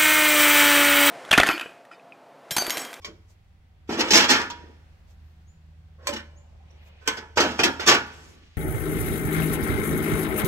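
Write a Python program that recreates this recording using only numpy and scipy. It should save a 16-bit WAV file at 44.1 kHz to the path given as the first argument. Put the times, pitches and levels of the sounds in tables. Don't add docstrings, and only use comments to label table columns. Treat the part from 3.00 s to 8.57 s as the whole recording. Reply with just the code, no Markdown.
import sys
import numpy as np
from scipy import signal
from scipy.fft import rfft, irfft, next_fast_len
from scipy.io import wavfile
from scipy.ndimage import uniform_filter1d

SR = 44100
rng = np.random.default_rng(int(sys.argv[2]) if len(sys.argv) > 2 else 0)


def wav_record(signal):
    frames = np.transpose(np.atleast_2d(signal))
    bounded = np.clip(frames, -1, 1)
    quanta = np.round(bounded * 32767).astype(np.int16)
    wavfile.write(sys.argv[1], SR, quanta)


def to_linear_factor(level_db):
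    exponent = np.asarray(level_db, float) / 20
    return 10 ** exponent


N = 245637
LENGTH = 18000


def along(points, hz):
    p = np.array(points, float)
    return np.interp(np.log(hz), np.log(np.maximum(p[:, 0], 1)), p[:, 1])


def convolve(a, b):
    return signal.fftconvolve(a, b, axes=-1)


def rings(hz, t60):
    t = np.arange(LENGTH) / SR
    sines = np.sin(2 * np.pi * hz[:, None] * t)
    return (sines * np.exp(-np.log(1000) * t / t60[:, None])).astype(np.float32)


def walk(rate):
    hold = int(SR / rate)
    steps = np.repeat(rng.standard_normal(N // hold + 1), hold)
    return 1.1 * uniform_filter1d(uniform_filter1d(steps, hold), hold)[:N]


def noise(hz, octaves, alike):
    size = next_fast_len(N)
    f = np.maximum(np.fft.rfftfreq(size, 1 / SR), 1)
    bell = np.exp(-(np.log2(f / hz) / octaves) ** 2)
    mid, side = irfft(rfft(rng.standard_normal((2, size))) * bell, size)[:, :N]
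    alike = np.clip(alike, 0, 1)
    both = np.sqrt(1 + alike) * mid + np.sqrt(1 - alike) * side * np.array([[1], [-1]])
    return both / both.std()


# (t/s, firing f/Hz, level/dB, octave level/dB)
ENGINE = [(0.0, 78.47, -60.5, -69), (0.45, 73.86, -61.5, -72.5), (0.9, 74.38, -54, -69),
          (1.501, 77.95, -52.5, -67.5), (2.1, 76.67, -50.5, -66), (2.7, 79.08, -55, -60.5),
          (3.1, 77.9, -48.5, -63.5), (4.0, 74.7, -49.5, -74), (4.3, 78, -49, -68.5),
          (5.251, 77.4, -52.5, -60), (5.57, 79.4, -54.5, -77.5)]
# (f/Hz, level/dB)
HUMS = [(52, -61.5), (94, -63), (180, -77), (760, -83), (950, -91.5)]


def drone():
    s, *columns = np.transpose(ENGINE)
    hz, db, octave_db = (np.interp(np.arange(N) / SR, s, c) for c in columns)
    phase = 2 * np.pi * np.cumsum(hz * (1 + 0.005 * walk(23))) / SR
    out = to_linear_factor(db + 3.0 * walk(8.8)) * np.sin(phase)
    out += to_linear_factor(octave_db + 1.8 * walk(27)) * np.sin(2 * phase)
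    for hum_hz, hum_db in HUMS:
        hum_phase = 2 * np.pi * np.cumsum(hum_hz * (1 + 0.019 * walk(8.6))) / SR
        out += to_linear_factor(hum_db + 2.4 * walk(1.7)) * np.sin(hum_phase)
    return np.sqrt(2) * out


def air(spectrum, level_db, bands_hz, swell_db, flicker_db):
    out, swell = 0, walk(0.7)
    for hz in bands_hz:
        db = along(spectrum, hz) + 10 * np.log10(hz) + swell_db * swell + flicker_db * walk(6.9)
        out = out + to_linear_factor(db) * noise(hz, .27, 1.05 - hz / 900)
    return out / out.std() * to_linear_factor(level_db)


# (f/Hz, level/dB per Hz)
RUMBLE_COLOUR = [(20, -13.5), (55, -5), (81, -2), (129, -11), (169, -11.5), (226, -19), (260, -28)]


def rumble():
    s, _, engine_db, _ = np.transpose(ENGINE)
    follow = 0.59
    nearness = to_linear_factor(follow * np.interp(np.arange(N) / SR, s, engine_db - engine_db.mean()))
    return nearness * air(RUMBLE_COLOUR, -58, np.geomspace(22, 220, 11), swell_db=1.6, flicker_db=3.5)


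# (f/Hz, level/dB per Hz)
LEAF_COLOUR = [(200, -12.5), (300, -6.5), (400, -13), (763, -10.5), (1080, -15), (1810, -14), (4120, -22),
               (10300, -35.5), (16000, -36)]
# (t/s, level/dB)
BREEZE_LEVEL = [
    (0, 4),
    (.6, 0.5),
    (1.8, 4.5),
    (2.6, 2),
    (3.5, 1.5),
    (3.95, -0.5),
    (5.1, 11),
    (5.57, 0.5),
]


def leaves():
    breeze = to_linear_factor(np.interp(np.arange(N) / SR, *np.transpose(BREEZE_LEVEL)))
    return breeze * air(LEAF_COLOUR, -69, np.geomspace(260, 15500, 17), swell_db=.6, flicker_db=.9)


SLIDE_SWELL = .75


def timed(knocks, swell_s, slides=()):
    return [row + (swell_s,) for row in knocks] + [row + (SLIDE_SWELL * row[4],) for row in slides]


# (f/Hz, level/dB per Hz)
SHEET_COLOUR = [(90, -18.5), (151, -17.5), (345, -4.5), (402, -9), (720, -13.5), (1540, -10), (2090, -9.5),
                (3220, -6), (3910, -10.5), (5410, -6), (8000, -19), (9310, -33.5), (11800, -26),
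                (16000, -41)]
# (f/Hz, time to fall 60 dB/s)
SHEET_DECAY = [(100, 0.48), (400, 0.21), (1500, 0.22), (5000, 0.07), (12000, 0.034)]
TILT_HZ = (320, 1500, 5600, 10500)


def blows(table, modes, sheet_hz, sheet, pan_db, edge_db, modes_db, scatter_db=2.0, grit_db=3.6,
          first=2.3, apart_hz=700, crack=0.51, crack_s=0.0012, own_spread=1.1, slide_grit_db=1.5):
    own_hz, own_width, own_db = np.transpose(modes)
    own_t60 = 1.7 * np.log(1000) / (np.pi * own_width)
    own = rings(own_hz, np.clip(own_t60, .05, 1.9 * along(SHEET_DECAY, own_hz)))
    hz, count = np.concatenate([sheet_hz, own_hz]), len(sheet_hz)
    sheet_db = along(SHEET_COLOUR, sheet_hz)
    sheet_db = sheet_db + 10 * np.log10(sheet_hz ** .45 / along(SHEET_DECAY, sheet_hz))
    db = np.concatenate([sheet_db - sheet_db.max(), own_db + modes_db])
    part = np.array([hz < 600, (hz >= 600) & (hz < 3500), hz >= 3500])
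    flat_db = -10 * np.log10(part @ to_linear_factor(db) ** 2 / 2)
    scatter_db = np.where(np.arange(len(hz)) < count, scatter_db, scatter_db / 2)
    alike = 1 - .5 * hz ** 2 / (hz ** 2 + apart_hz ** 2)
    lean = own_spread * rng.standard_normal(len(hz)) * np.sqrt(1 - alike)
    t = np.arange(LENGTH) / SR
    out = np.zeros((2, N + 2 * LENGTH))
    for s, body_db, boom_db, clank_db, chatter, swell in table:
        sliding = swell > .006
        place, side, left, right = rng.standard_normal((4, len(hz)))
        tilt = flat_db[[0, 1, 2, 2]] + [boom_db, 0, clank_db, clank_db + edge_db]
        tilt_db = along(np.transpose([TILT_HZ, tilt]), hz)
        ears = np.sqrt(alike) * np.sign(side) + np.sqrt(1 - alike) * np.array([left, right])
        ears[:, count:] = (np.sign(side) * (1 + np.array([lean, -lean])))[:, count:]
        gain = (to_linear_factor(body_db + db + tilt_db + scatter_db * place) * ears).astype(np.float32)

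        rise = (1 - np.exp(-2 * (t + 1 / SR) / max(swell, .0001))) ** 2
        roughness_db = slide_grit_db if sliding else grit_db
        contacts = rng.standard_normal(LENGTH) * to_linear_factor(roughness_db * rng.exponential(size=LENGTH))
        contacts *= rise * np.exp(-t / max(chatter, .001))
        contacts[int(swell * SR)] = first * np.abs(contacts).max() * np.exp(-swell / 0.0018)
        contacts = contacts[None] / np.linalg.norm(contacts)

        i = int(s * SR)
        steel = gain[:, :count] @ sheet * (1 + crack * np.exp(-t / crack_s))
        plate = gain[:, count:] @ own
        out[:, i:i + 2 * LENGTH - 1] += convolve(steel + sliding * plate, contacts)
        out[:, i:i + LENGTH] += (not sliding) * rise * plate
    return out[:, :N] * to_linear_factor(np.array([[pan_db], [-pan_db]]) / 2)


FIRST_SCRAPE = [
    (0.012, -50, -6.5, 0, 0.017),
]
FIRST_PICK = [
    (0.045, -30.5, -12.5, -2, 0.013),
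    (0.074, -44, 8, -13, 0.021),
]
DROP_SLIDES = [
    (0.871, -50, -9, -2, 0.017),
    (.965, -18, 1.5, -10, 0.037),
    (0.987, -18.5, -5.5, -3.5, 0.013),
    (1.075, -28, -5.5, -3, 0.019),
    (1.276, -13.5, -2, -1.5, 0.03),
]
FIRST_TOUCH = [
    (0.89, -25.5, 9, -10.5, 0.027),
    (0.906, -27, 3, -7, 0.03),
    (0.924, -25, -1.5, -7.5, 0.026),
    (1.004, -19, -8, -0.5, 0.0047),
    (1.039, -18, -9, -14, 0.13),
]
FIRST_DROP = [
    (1.105, -17.5, -1.5, 5, 0.006),
    (1.116, -18.5, -1.5, 5.5, 0.035),
    (1.132, -8.5, -12.5, -0.5, 0.012),
    (1.141, -12.5, -11.5, 2.5, 0.01),
    (1.151, -12, -6, 3.5, 0.019),
    (1.168, -10.5, -18.5, 1.5, 0.0087),
    (1.177, -13, -11, -0.5, 0.012),
    (1.197, -8.5, -19, -6.5, 0.031),
    (1.235, -11.5, -17.5, -11, 0.013),
]
FIRST_SETTLE = [
    (1.292, -22, -17, 5, 0.0047),
    (1.299, -13, -9, 3, 0.014),
    (1.309, -9, -18.5, -6.5, 0.038),
    (1.349, -9.5, -29, -24, 0.043),
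    (1.397, -21.5, -8.5, -11, 0.02),
    (1.44, -23, -14.5, -37, 0.0079),
    (1.499, -28, -10.5, -5.5, 0.0079),
]
SECOND_SWELL = [
    (2.975, -46, 1.5, -24, 0.046),
    (3.012, -44, -4, -14, 0.042),
    (3.045, -36.5, -3.5, -10.5, 0.041),
]
SECOND_PICK = [
    (3.07, -20.5, -21, -2, 0.0062),
    (3.089, -31.5, 6, -0.5, 0.011),
]
SECOND_SETTLE = [
    (3.125, -24, -6, -8, 0.024),
    (3.159, -22, -22, -14, 0.0071),
    (3.189, -26.5, -37.5, -23, 0.007),
]
THIRD_SWELL = [
    (4.002, -46, -8.5, -13.5, 0.033),
    (4.047, -24, -18.5, -17.5, 0.054),
]
THIRD_PICK = [
    (4.075, -17, -9.5, -2, 0.0078),
]
THIRD_SETTLE = [
    (4.166, -30.5, -5.5, -4, 0.011),
    (4.218, -34.5, -7, -32, 0.027),
]
LAST_SLIDES = [
    (4.355, -31, -9.5, -1, 0.02),
    (4.578, -31, 0.5, -3.5, 0.015),
    (4.857, -14.5, -2, 4, 0.027),
]
LAST_TOUCH = [
    (4.37, -8.5, -5, -11, 0.015),
    (4.398, -12, -6.5, -3.5, 0.017),
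    (4.444, -17, -3, -14, 0.044),
    (4.473, -26.5, -10.5, -6, 0.3),
]
LAST_TILT = [
    (4.59, -10.5, -9, -14, 0.0092),
    (4.596, -16.5, -16.5, -8.5, 0.021),
    (4.632, -9.5, -14, -4, 0.0098),
    (4.648, -14, -2.5, -8, 0.012),
    (4.678, -18.5, -6, -45.5, 0.016),
]
LAST_DROP = [
    (4.794, -19.5, -6.5, -10, 0.053),
    (4.804, -28, -8.5, -10, 0.011),
    (4.872, -12.5, -7.5, -1, 0.012),
    (4.881, -5.5, -9.5, -3.5, 0.024),
    (4.894, -14, -9.5, -5, 0.022),
    (4.91, -7.5, -8, -12.5, 0.023),
    (4.944, -14, -20, -11.5, 0.0063),
    (4.977, -26, -11, -30, 0.017),
]
# (f/Hz, width/Hz, level/dB)
FIRST_PICK_TONES = [(436, 13, 0), (592, 23, -0.5), (1090, 47, 11), (1965, 23, 1.5), (2250, 41, 10.5),
                    (2350, 35, 8.5), (3180, 37, 12.5), (3430, 33, 3), (4500, 36, -9), (4730, 47, 8.5),
                    (5500, 57, 6), (6100, 42, -14)]
FIRST_TOUCH_TONES = [(334, 180, 0.5), (920, 80, -3.5), (1370, 52, -10), (1840, 77, -6), (2320, 130, -10.5),
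                     (3140, 110, -15.5), (4300, 41, -18), (4750, 23, -15), (4770, 34, -12),
                     (5190, 29, -15.5), (5450, 120, -13), (5730, 110, -10.5), (6060, 85, -13),
                     (6310, 30, -13.5)]
FIRST_DROP_TONES = [(328, 59, -4.5), (846, 42, -3.5), (1858, 48, -3.5), (2270, 110, -6.5), (2530, 54, -3.5),
                    (3150, 62, -5.5), (3450, 37, -6.5), (4040, 55, -10), (5000, 50, -4), (5300, 100, -0.5),
                    (5460, 36, -3.5), (5570, 40, -4.5), (5890, 38, -4.5), (6060, 87, -5)]
FIRST_SETTLE_TONES = [(322, 41, 0.5), (845, 37, -3.5), (1740, 130, -4.5), (1850, 23, -6.5), (2350, 120, -6),
                      (2754, 26, -11), (3490, 34, -7), (3660, 43, -9.5), (4200, 46, -8.5),
                      (4780, 100, -8.5), (5330, 150, -10), (5720, 69, -5), (5880, 23, -7),
                      (6260, 42, -10.5)]
FIRST_REST_TONES = [(226, 150, -2.5), (877, 28, -5.5), (955, 6, -1.5), (1185, 31, -0.5), (1510, 42, -4),
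                    (1702, 63, -3), (2520, 47, -1), (3240, 46, 5), (3500, 23, -11)]
SECOND_SWELL_TONES = [(528, 38, 8.5), (1070, 29, -6), (1500, 29, -9), (1882, 29, -16), (2870, 32, -14.5),
                      (4180, 30, -24), (5310, 27, -23.5)]
SECOND_PICK_TONES = [(299, 160, -10), (577, 15.2, 0), (1040, 29, 2), (1580, 42, -17), (2330, 30, -1.5),
                     (3450, 110, -12), (3850, 36, -14), (4350, 30, -6), (4550, 48, -11), (5570, 22, -25),
                     (5440, 100, -5), (5950, 34, -8), (7740, 30, -4), (8280, 54, -11)]
SECOND_SETTLE_TONES = [(224, 21, 2.5), (376, 22, -7), (869, 12.8, -0.5), (1510, 25, -5), (1810, 23, -2),
                       (2290, 17, -9), (2960, 56, 12), (3290, 120, -12.5), (4090, 120, -1), (4710, 90, -13),
                       (4960, 62, -11), (5400, 38, -8), (5630, 30, -10)]
THIRD_PICK_TONES = [(447, 36, -2.5), (1040, 24, -8.5), (1519, 26, -4), (2410, 170, -12), (3010, 42, -12),
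                    (3270, 61, -13.5), (3470, 42, -11.5), (4600, 26, -11), (5500, 25, -14), (5910, 30, -10),
                    (6100, 39, -15.5), (7030, 93, -22.5), (7780, 41, -12.5), (8000, 25, -17)]
THIRD_SETTLE_TONES = [(455, 32, -1.5), (870, 30, -9), (1020, 34, -9), (1500, 26, -5), (1880, 93, 1),
                      (2280, 41, -9), (2860, 100, -11), (3320, 32, -12.5), (4040, 62, -15), (4600, 77, -12),
                      (5230, 37, -13), (5730, 50, 0), (6350, 39, -2.5)]
LAST_TOUCH_TONES = [(355, 130, -1.5), (607, 35, -3), (947, 39, -5), (1285, 28, -9), (1530, 53, -3),
                    (2650, 43, -13.5), (3170, 94, -16), (3830, 27, -18.5), (4290, 28, -17.5),
                    (4860, 43, -13), (5400, 80, -14.5), (5630, 100, -13.5), (6000, 66, -14),
                    (6420, 30, -16.5)]
LAST_TILT_TONES = [(450, 51, -2), (780, 32, -7.5), (1167, 25, -12), (1410, 30, 0), (1880, 55, -6.5),
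                   (2390, 50, 4), (2540, 40, 2), (3180, 40, 5), (4880, 42, -15.5), (5380, 130, -8.5),
                   (5790, 39, -12.5), (6370, 49, -18)]
LAST_LAY_TONES = [(350, 44, 1.5), (781, 65, -5), (1520, 30, -8.5), (1750, 59, -3), (1940, 41, -3.5),
                  (2650, 45, -1), (3160, 81, -10.5), (4020, 39, -15.5), (4300, 57, -16.5), (5070, 40, -8.5),
                  (5640, 70, -2), (6090, 40, -8.5)]
LAST_NUDGE_TONES = [(371, 150, 2.5), (1410, 55, 3.5), (1870, 67, -0.5), (2310, 49, -8), (3280, 32, -7.5),
                    (3490, 37, -11), (5160, 120, -11.5), (5650, 58, -6), (5940, 54, -8), (6640, 26, -18)]
LAST_DROP_TONES = [(339, 71, -0.5), (1154, 23, -4), (1520, 47, -2.5), (1770, 45, -3.5), (2270, 46, -5.5),
                   (2620, 23, -9), (3100, 370, -8.5), (3490, 24, -9.5), (4730, 56, -14.5), (5200, 38, -9.5),
                   (5520, 40, -7), (6060, 100, -8.5), (6610, 56, -15.5), (6930, 27, -11)]
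# (f/Hz, width/Hz, level/dB)
TRAY_TONES = [(955, 7.1, -16.5), (863, 7.1, -19), (1720, 9, -18.5), (448.4, 7, -16)]


def plates():
    hz = 110 + 15800 * ((np.arange(900) + rng.random(900)) / 900) ** 1.8
    sheet = rings(hz, along(SHEET_DECAY, hz) * np.exp(0.21 * rng.standard_normal(len(hz))))
    iron, tray = 0.00071, 0.0029
    groups = [
        (timed(FIRST_PICK, iron, FIRST_SCRAPE), FIRST_PICK_TONES, 1.5, 6.5),
        (timed(FIRST_TOUCH, tray, DROP_SLIDES[:4]), FIRST_TOUCH_TONES, .3, 9),
        (timed(FIRST_DROP, tray), FIRST_DROP_TONES, .3, 9),
        (timed(FIRST_SETTLE[:4], tray, DROP_SLIDES[4:]), FIRST_SETTLE_TONES, .3, 9),
        (timed(FIRST_SETTLE[4:], tray), FIRST_REST_TONES, .3, 9),
        (timed([], iron, SECOND_SWELL), SECOND_SWELL_TONES, 1.5, 14),
        (timed(SECOND_PICK, iron), SECOND_PICK_TONES, 6, 12),
        (timed(SECOND_SETTLE, 2 * tray), SECOND_SETTLE_TONES, 3, 11),
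        (timed(THIRD_PICK, iron, THIRD_SWELL), THIRD_PICK_TONES, 6, 13),
        (timed(THIRD_SETTLE[1:], 2 * tray, THIRD_SETTLE[:1]), THIRD_SETTLE_TONES, .3, 12),
        (timed(LAST_TOUCH, tray, LAST_SLIDES[:1]), LAST_TOUCH_TONES, .3, 9),
        (timed(LAST_TILT[:2], tray, LAST_SLIDES[1:2]), LAST_TILT_TONES, .3, 9),
        (timed(LAST_TILT[2:], tray), LAST_LAY_TONES, .3, 9),
        (timed(LAST_DROP[:2], tray), LAST_NUDGE_TONES, .3, 8),
        (timed(LAST_DROP[2:], tray, LAST_SLIDES[2:]), LAST_DROP_TONES, .3, 9),
    ]
    out = 0
    for table, tones, edge_db, ring_db in groups:
        out = out + blows(table, tones + TRAY_TONES, hz, sheet, pan_db=-0.8, edge_db=edge_db, modes_db=ring_db)
    no_bass = signal.butter(2, 150, "high", fs=SR, output="sos")
    out = signal.sosfilt(no_bass, out) * to_linear_factor(-1.0)
    return out + thuds(FIRST_TOUCH + FIRST_DROP + FIRST_SETTLE + LAST_TOUCH + LAST_TILT + LAST_DROP)


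def yard(x, low_t60=0.86, high_t60=0.27, split_hz=2500, gap=0.012, level_db=-16):
    t = np.arange(SR) / SR
    spray = rng.standard_normal((2, SR)) * (1 - np.exp(-(t / gap) ** 2))
    low = signal.sosfilt(signal.butter(1, split_hz, fs=SR, output="sos"), spray)
    high = spray - low
    low = (low + low[::-1] * 0.4) / 3.7
    tail = low * np.exp(-np.log(1000) * t / low_t60) + high * np.exp(-np.log(1000) * t / high_t60)
    return to_linear_factor(level_db) * convolve(x, tail / np.linalg.norm(tail[0]))[:, :N]


# (t/s, level/dB, length/s, brightness/dB per octave)
FOOTSTEPS = [
    (0.314, -65.5, 0.028, -2),
    (2.107, -67, 0.029, -4),
    (3.714, -71.5, 0.0052, -2),
    (3.869, -74, 0.59, -8),
    (3.877, -71, 0.017, 1.5),
    (5.074, -63, 0.018, 2),
    (5.152, -62.5, 0.049, -1),
    (5.267, -59.5, 0.1, -1.5),
]
# (f/Hz, width/octaves, level/dB)
SWISH_BANDS = [(570, 1, -9), (1600, 0.92, -18.5), (3180, 0.88, -3.5), (6000, 0.57, -0.5),
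               (11200, 0.26, -9.5), (13700, 0.19, -7)]
# (t/s, level/dB,
# length/s, centre f/Hz, width/octaves)
BAND_NOISES = [(0.17, -66, 0.052, 412, 1.), (1.634, -55, 0.14, 313, 1.), (3.333, -65, 0.14, 513.5, 0.95),
               (3.615, -65.5, 0.03, 780, 0.089), (3.748, -65, 0.053, 350, 0.56),
               (3.911, -68, .1, 2485, 0.028), (3.9, -71, 0.096, 2900, 0.041),
               (3.905, -61.5, 0.26, 2270, 0.85), (5.175, -65.5, 0.054, 7640, 0.089),
               (5.278, -66, 0.047, 7000, .1), (5.315, -56.5, 0.15, 294, 0.73),
               (5.436, -62.5, 0.37, 2550, 1.), (5.469, -74, .2, 5500, .5),
               (2.11, -77.5, 0.031, 13000, 0.26), (2.272, -83.5, 0.054, 13040, 0.23),
               (3.86, -76, .045, 12740, .25)]


def feet():
    out, t = 0, np.arange(N) / SR

    def bell(s, length):
        return np.exp(-((t - s) / length) ** 2)

    for hz, octaves, band_db in SWISH_BANDS:
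        loss = 150 * (hz > 13000)
        level = 0
        for s, db, length, bright_db in FOOTSTEPS:
            level = level + to_linear_factor(db + bright_db * np.log2(hz / 3100) - loss * length) * bell(s, length)
        crackle = to_linear_factor(band_db + 2.2 * walk(80) + 1.1 * walk(21))
        out = out + level * crackle * noise(hz, octaves, 0.11)
    for s, db, length, hz, octaves in BAND_NOISES:
        rough = to_linear_factor(db + 1.8 * walk(100) + 1.2 * walk(28))
        out = out + rough * bell(s, length) * noise(hz, octaves, 0.41)
    return out


def thuds(table):
    push = np.zeros(N)
    for s, body_db, boom_db, *_ in table:
        push[int(s * SR)] = to_linear_factor(body_db + boom_db - 22)
    soft = uniform_filter1d(push, 130)
    bob_hz, bob_t60_s = np.array([91]), np.array([0.49])
    return convolve(soft, rings(bob_hz, bob_t60_s)[0])[:N]


# (t/s, length/s, from f/Hz, to f/Hz, level/dB)
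CHIRPS = [
    (2.458, 0.052, 6120, 7300, -62),
    (3.347, 0.05, 5610, 7500, -59),
    (3.698, 0.017, 5300, 6000, -59.5),
]


def bird():
    out = np.zeros(N)
    for s, length, from_hz, to_hz, db in CHIRPS:
        u = np.linspace(0, 1, int(length * SR))
        i = int(s * SR)
        phase = 2 * np.pi * np.cumsum(from_hz + (to_hz - from_hz) * u) / SR
        out[i:i + len(u)] = to_linear_factor(db) * np.sin(np.pi * u ** 1.93) * np.sin(phase)
    return out * to_linear_factor([[1.5], [-1.5]])


def scene():
    iron, song = plates(), bird()
    echoes = yard(iron + to_linear_factor(13.0) * song)
    return iron + echoes + song + drone() + rumble() + leaves() + feet()


def roll_off(x):
    return signal.sosfilt(signal.butter(12, 16460, fs=SR, output="sos"), x)


def record(dry):
    lag = 6
    ports = np.array([to_linear_factor(-0.7) * np.roll(dry[0], lag), to_linear_factor(-0.03) * dry[1]])
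    ports = ports + to_linear_factor(-65) * noise(26, .6, 0.084)
    rounded = np.tanh(.6 * ports) / .6
    cut = signal.sosfilt(signal.ellip(12, .5, 85, 15800, fs=SR, output="sos"), rounded)
    clipped = np.clip(cut, -.9, .9)
    return roll_off(clipped)


dry = scene()
out = record(dry)
wav_record(out)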